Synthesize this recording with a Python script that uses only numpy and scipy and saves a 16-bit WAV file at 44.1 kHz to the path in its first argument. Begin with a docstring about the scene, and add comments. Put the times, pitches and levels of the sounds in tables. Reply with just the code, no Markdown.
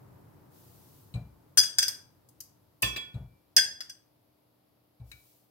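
"""Serving cherries from a glass jar

Cherries are served from a hand-held jar onto a ceramic plate on a stone kitchen counter. Hard contacts
excite high modes: the steel utensil clinks in the jar, whose base knocks the plate. Soft contacts excite
mainly low ones: the fruit lands with dull thuds. A small hard room reverberates after each clink and
knock, over a low hum, a fading rumble and a faint hiss."""
import sys
import numpy as np
from scipy import signal
from scipy.fft import rfft, irfft, next_fast_len
from scipy.io import wavfile

SR = 44100
rng = np.random.default_rng(int(sys.argv[2]) if len(sys.argv) > 2 else 0)


def put_to_file(sound):
    """Save the sound as 16-bit audio at rate SR, in the file named by the first command-line argument."""
    columns = np.atleast_2d(sound).T  # one column per channel
    safe = np.clip(columns, -1, 1)
    whole_steps = np.round(safe * 32767)
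    wavfile.write(sys.argv[1], SR, whole_steps.astype(np.int16))


N = 242594
LENGTH = 24576  # samples in the sound of one blow
AGE = np.arange(LENGTH) / SR  # seconds since the blow

# the jar's thick base against the plate: start_s, level_db, sharpness_db_per_octave, ring_factor, rim_db
KNOCKS = [(1.886, -48, 2, 0.059, -65.5), (2.827, -22.5, 0, 0.77, -33.5), (2.962, -34.5, 0.5, 0.55, -36.5)]
# cherries landing on the plate: start_s, thud_db, ring_db, first_flight_s, bounce_loss_db
LANDINGS = [(1.140, -32, -49.5, 0.068, 16), (3.142, -34.5, -60.5, 0.065, 11.5),
            (4.999, -44.5, -75.5, 0.13, 15)]


def amp(db):
    """Amplitude grows tenfold for every 20 dB."""
    return 10 ** (np.asarray(db) / 20)


def unit(x):
    """Normalisation to an rms of 1."""
    return x / np.sqrt(np.mean(x ** 2) + 1e-30)


def along(points, hz):
    """Interpolation of (frequency_hz, value) points on a logarithmic frequency axis."""
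    knots_hz, values = np.transpose(points)
    return np.interp(np.log(hz + 1), np.log(knots_hz + 1), values)


def pan(db):
    """A level difference, left over right, gives a source its direction."""
    return amp([[db / 2], [-db / 2]])


def add(track, start_s, sound):
    """Superposition: a sound adds to the track from its start time."""
    part = track[:, round(start_s * SR):][:, :LENGTH]
    part += sound[:, :part.shape[1]]


def onset_level(x, db, size=512):
    """Normalisation of a blow by the rms level of its first samples."""
    return x * amp(db) / np.sqrt(np.mean(x[:, :size] ** 2))


def minimum_phase(spectrum):
    """Folding the cepstrum gives a causal response through (frequency_hz, level_db) points."""
    cepstrum = irfft(np.log(amp(along(spectrum, np.fft.rfftfreq(LENGTH, 1 / SR)))))
    cepstrum[1:LENGTH // 2] *= 2
    cepstrum[LENGTH // 2 + 1:] = 0
    return np.exp(rfft(cepstrum))


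def diffuse_noise(spectrum, bass_hz=260):
    """A diffuse field is alike at two nearby points in the bass and almost unrelated above."""
    size = next_fast_len(N)
    hz = np.fft.rfftfreq(size, 1 / SR)
    width = np.array([np.ones_like(hz), np.hypot(.12, (hz / bass_hz) ** 2).clip(0, .9)])
    white = rfft(rng.standard_normal((2, size)))
    mid, side = irfft(white * width * amp(along(spectrum, hz)))[:, :N]
    return unit(np.array([mid + side, mid - side]))


def background(air_db=-71, attack_s=0.066, release_s=0.21):
    """Ambient noise: steady air and appliance hum, exponentially fading rumble and hiss, soft swells."""
    # spectra of room air, rumble and hiss: frequency_hz, density_db
    air_spectrum = [(20, -27), (40, -13), (60, -4.5), (200, -1.5), (400, -4), (630, -4), (1000, -10),
                    (1600, -19), (5000, -20), (6300, -32.5), (8500, -40), (11500, -16.5), (16000, -26)]
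    rumble_spectrum = [(15, -61), (25, -32), (43, -10), (65, -15.5), (87, -0.5), (124, 0), (226, -13),
                       (300, -11), (438, -17), (800, -22.5), (866, -18.5), (2090, -35.5), (3000, -44),
                       (3900, -62), (6600, -120)]
    hiss_spectrum = [(1000, -29.5), (2000, -14), (3000, -8), (4800, -5), (7000, -6), (9700, -5.5),
                     (12000, -0.5), (16000, 0)]
    # appliance tones: pitch_hz, level_db
    tones = [(120, -80.5), (301, -79.5)]
    # swells of hiss: start_s, hold_s, level_db
    swells = [(0.499, 0.41, -62.5), (5.037, 0.2, -64)]
    t = np.arange(N) / SR
    hum = sum(amp(db) * np.sqrt(2) * np.sin(2 * np.pi * hz * t) for hz, db in tones)
    swelling = sum(amp(db) * np.interp(t, s + np.cumsum([0, attack_s, hold_s, release_s]), [0, 1, 1, 0])
                   for s, hold_s, db in swells)
    air = amp(air_db) * diffuse_noise(air_spectrum)
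    rumble = amp(-54.5 - 5 * t) * diffuse_noise(rumble_spectrum)
    hiss = (amp(-70 - 1.95 * t) + swelling) * diffuse_noise(hiss_spectrum)
    return (air + rumble + hiss + hum) * pan(1.6)


def kitchen(near_db, tail_db, wall_t60_s=0.072, counter_t60_s=0.042, counter_db=3):
    """A room's transfer function sums direct sound, early reflections and a reverberant tail."""
    # reverberation time of the room: frequency_hz, t60_s
    reverberation = [(100, 0.81), (500, 0.6), (2000, 0.36), (5000, 0.34), (9000, 0.31), (16000, 0.25)]
    hz, t, bands = signal.stft(rng.standard_normal((2, LENGTH)), SR, nperseg=256)
    decay = amp(-60 * t / along(reverberation, hz)[:, None])
    tail = signal.istft(bands * decay, SR, nperseg=256)[1][:, :LENGTH]
    tail = unit(tail * (1 - np.exp(-AGE / 0.0026)))
    walls = unit(rng.standard_normal((2, LENGTH)) * amp(-60 * AGE / wall_t60_s))
    counter_envelope = amp(-60 * AGE / counter_t60_s) * (1 - np.exp(-AGE / 0.00033))
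    counter = unit(rng.standard_normal((2, LENGTH)) * counter_envelope)
    direct = np.zeros((2, LENGTH))
    direct[0, 0] = direct[1, 6] = 1  # reaches the right channel 6 samples later
    return rfft(unit(direct) + amp(near_db) * (walls + amp(counter_db) * counter) + amp(tail_db) * tail)


def thuds(blows, rise_s=0.008, thump_db=-4, thump_rise_s=0.0094, thump_t60_s=0.36):
    """Soft contact acts as a low-pass filter: it moves only low modes, with a dull thump of noise."""
    # low modes of the counter under the plate: pitch_hz, level_db, t60_s
    modes = [(62, -4, 0.13), (119, -0.5, 0.2)]
    # spectrum of the thump: frequency_hz, density_db
    thump_spectrum = [(20, -47), (35, -30), (55, 5), (75, -2), (120, -1), (165, -3.5), (220, -10),
                      (320, -27), (700, -24), (2000, -45.5), (6000, -57)]
    body = sum(amp(db - 60 * AGE / t60_s) * np.sin(2 * np.pi * hz * AGE) for hz, db, t60_s in modes)
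    body = unit(body * (1 - np.exp(-AGE / rise_s)))
    squash = amp(-60 * AGE / thump_t60_s) * (1 - np.exp(-AGE / thump_rise_s))
    track = np.zeros((2, N))
    for start_s, db in blows:
        thump = irfft(rfft(rng.standard_normal(LENGTH) * squash) * minimum_phase(thump_spectrum))
        sound = body + amp(thump_db) * unit(thump)
        add(track, start_s, onset_level(sound * pan(2.2), db, size=1536))
    return track


def counter_thuds(contacts=3, restitution=0.79, thud_db_per_db=3.3):
    """Restitution: cherries bounce ever faster and weaker. A firm knock of the jar thuds too."""
    bounces = [(s + flight_s * (1 - restitution ** k) / (1 - restitution), db - loss_db * k)
               for s, db, _, flight_s, loss_db in LANDINGS for k in range(contacts)]
    firmest_db = max(db for _, db, *_ in KNOCKS)
    knocks = [(s, firmest_db - 14 + thud_db_per_db * (db - firmest_db)) for s, db, *_ in KNOCKS]
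    return thuds(bounces + knocks)


def strikes(blows, modes, clack_spectrum, clack_db, centre_hz, near_db, tail_db, pan_db, sag_per_s=0):
    """An impact excites damped modes and a broadband clack; each takes its own path through the room."""
    track = np.zeros((2, N))
    mode_hz, mode_db, mode_t60_s = np.transpose(modes)
    for start_s, db, sharpness, ring_factor in blows:
        path = kitchen(near_db, tail_db)
        # a sharp blow lifts the top modes and thins the low ones
        ring_tilt = [(centre_hz / 2, -sharpness), (centre_hz, 0), (centre_hz * 4, 2 * sharpness)]
        gains = amp(mode_db + along(ring_tilt, mode_hz))
        pitch_hz = (1 - sag_per_s * start_s) * mode_hz[:, None]
        phase = 2 * np.pi * (pitch_hz * AGE + rng.random((len(modes), 1)))
        # fingers and lingering contact shorten the ring
        decay = amp(-60 * AGE / (ring_factor * mode_t60_s[:, None]))
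        partials = np.sin(phase) * decay * (1 - np.exp(-AGE / 0.000079))
        in_room = irfft(rfft(partials.astype(np.float32))[:, None] * path.astype(np.complex64))
        ring = unit(sum(gain * unit(partial) for gain, partial in zip(gains, in_room)))
        # a blunt blow gives the clack more body
        clack_tilt = [(centre_hz / 2, -sharpness), (centre_hz, 0), (centre_hz * 4, sharpness)]
        tilted = [(hz, level_db + along(clack_tilt, hz)) for hz, level_db in clack_spectrum]
        clack = unit(irfft(path * minimum_phase(tilted)))
        choke_db = -2 * np.log2(ring_factor)  # more clack for each halving of the ring
        sound = ring + amp(clack_db + choke_db) * clack
        add(track, start_s, onset_level(sound, db) * pan(pan_db))
    return track


def plate(settle_s=0.016, settle_db=-8, sag_per_s=0.0058):
    """Mass loading: the plate, rung by jar, utensil and fruit, sinks slowly in pitch as it is filled."""
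    # modes of the ceramic plate: pitch_hz, level_db, t60_s
    modes = [(1490, -19.5, 0.98), (2378, -1.5, 1), (2470, -7, 0.047), (4030, -1.5, .08), (6710, -18, 0.12),
             (7860, -15.5, 0.18), (8450, -23.5, 0.089), (9560, -18.5, 0.11)]
    # spectrum of a contact with the plate: frequency_hz, density_db
    clack = [(300, -20), (2000, 8.5), (6000, -2), (16000, -3.5)]
    # the utensil comes to rest on the plate: start_s, level_db, sharpness_db_per_octave, ring_factor
    taps = [(5.116, -48, 0.5, .28)]
    # blows from jar and fruit, in the same columns
    by_jar = [(s, rim_db - 3.5, -5.5, 0.78) for s, *_, rim_db in KNOCKS]
    by_fruit = [(s, ring_db, 0, 0.24) for s, _, ring_db, _, _ in LANDINGS]
    # each cherry tips over and touches a second time
    settles = [(s + settle_s, db + settle_db, *touch) for s, db, *touch in by_fruit]
    hard = strikes(by_jar + taps, modes, clack, clack_db=-10, centre_hz=3520,
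                   near_db=-1.5, tail_db=-2, pan_db=7, sag_per_s=sag_per_s)
    soft = strikes(by_fruit + settles, modes, clack, clack_db=-19, centre_hz=3520,
                   near_db=1.5, tail_db=-3, pan_db=5.5, sag_per_s=sag_per_s)
    return hard + soft


def jar_base(lift_s=0.013):
    """Contact damping: the base knocks the plate briefly; once it lifts off, the rim rings freely."""
    # modes of the jar struck on its base, and of its free rim: pitch_hz, level_db, t60_s
    base_modes = [(1060, -9.5, 0.056), (1787, -5, 0.15), (2555, -29.5, 0.2), (2600, 3, 0.06),
                  (3550, -8, 0.11), (4743, -4.5, 0.092), (5780, -11.5, 0.1), (7300, -14, 0.26),
                  (8500, -13.5, 0.14), (14300, -11.5, .09)]
    rim_modes = [(3360.3, 0, 0.33)]
    # spectrum of glass meeting ceramic: frequency_hz, density_db
    clack = [(100, -0.5), (350, 6.5), (600, 3.5), (800, 2), (1100, 4), (1400, -9.5), (2100, -3),
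             (2700, -2.5), (4700, -2), (6700, -16.5), (9000, -7.5), (13000, -19), (14300, -7),
             (16000, -16.5)]
    blows = [knock[:4] for knock in KNOCKS]
    lifts = [(s + lift_s, rim_db, 0, 1) for s, *_, rim_db in KNOCKS]
    knock = strikes(blows, base_modes, clack, clack_db=-9.5, centre_hz=3380,
                    near_db=11.5, tail_db=13, pan_db=0)
    rim = strikes(lifts, rim_modes, clack, clack_db=-12, centre_hz=3380,
                  near_db=0.5, tail_db=-1.5, pan_db=-5.5)
    return knock + rim


def jar_wall():
    """Impulse excitation: the brief contact of steel on glass rings the jar's high modes."""
    # the utensil on the jar's rim and wall: start_s, level_db, sharpness_db_per_octave, ring_factor
    clinks = [(1.573, -14.5, 0.5, 0.93), (1.583, -21, 5.5, .4), (1.588, -20.5, -3, .35),
              (1.635, -29, -8, 0.16), (1.785, -16.5, -1, 0.41), (1.827, -22.5, -3.5, 0.38),
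              (1.881, -25.5, 3.5, 0.14), (2.288, -58, 16, 0.045), (2.404, -40.5, 9, .05),
              (2.821, -26.5, 16.5, 0.38), (3.565, -12, -0.5, .7), (3.579, -18.5, -10, 1.28),
              (3.806, -35, -7, .25), (3.896, -40.5, -2, 0.46)]
    # modes of the glass wall: pitch_hz, level_db, t60_s
    modes = [(1542, -18, 0.073), (1655, -19, 0.084), (1790, -20, 0.077), (2150, -26, 0.04),
             (2690, -29.5, 0.11), (3358, -12, 0.16), (4410, -22.5, 0.031), (4810, -8.5, 0.06),
             (4955, 0.5, 0.15), (4867, -4, 0.12), (4970, -11, 0.05), (5260, -17.5, 0.079),
             (5540, -16.5, .12), (5950, -9, 0.12), (6085, -7, 0.083), (6380, -20, 0.15), (6595, -16, 0.15),
             (8200, -20.5, 0.05), (8307, -9, 0.06), (9000, -12, 0.09), (9360, -18.5, 0.09),
             (9929, -24, 0.1), (11236, -15, 0.02), (10760, -21, 0.09), (11170, -20, 0.13),
             (12940, -25.5, 0.05), (13200, -26, 0.055), (14300, -22, .08), (15050, -24.5, .08)]
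    # spectrum of steel meeting glass: frequency_hz, density_db
    clack = [(100, -12.5), (400, -16), (700, -12), (1200, -18.5), (1600, -4), (2300, -10), (3000, -4.5),
             (4000, -19), (5400, 4.5), (7500, -1.5), (9000, -5.5), (10200, -5), (11500, -0.5),
             (16000, -8.5)]
    return strikes(clinks, modes, clack, clack_db=-11, centre_hz=5186, near_db=6.5, tail_db=5, pan_db=2)


def scene():
    """Superposition: jar, plate, counter and background add at the microphone."""
    return jar_wall() + jar_base() + plate() + counter_thuds() + background()


def record(dry, low_cut_hz=46, ceiling=0.85, top_hz=15900):
    """Band limiting and soft saturation: the recorder cuts deep bass and top treble, and the loudest peaks are
    rounded softly."""
    thinned = signal.sosfilt(signal.butter(3, low_cut_hz, "highpass", fs=SR, output="sos"), dry)
    rounded = thinned / (1 + (thinned / ceiling) ** 4) ** (1 / 4)
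    size = next_fast_len(N + SR // 2)
    low_pass = 1 / (1 + (np.fft.rfftfreq(size, 1 / SR) / top_hz) ** 160)
    return irfft(rfft(rounded, size) * low_pass, size)[:, :N]


dry = scene()
out = record(dry)
put_to_file(out)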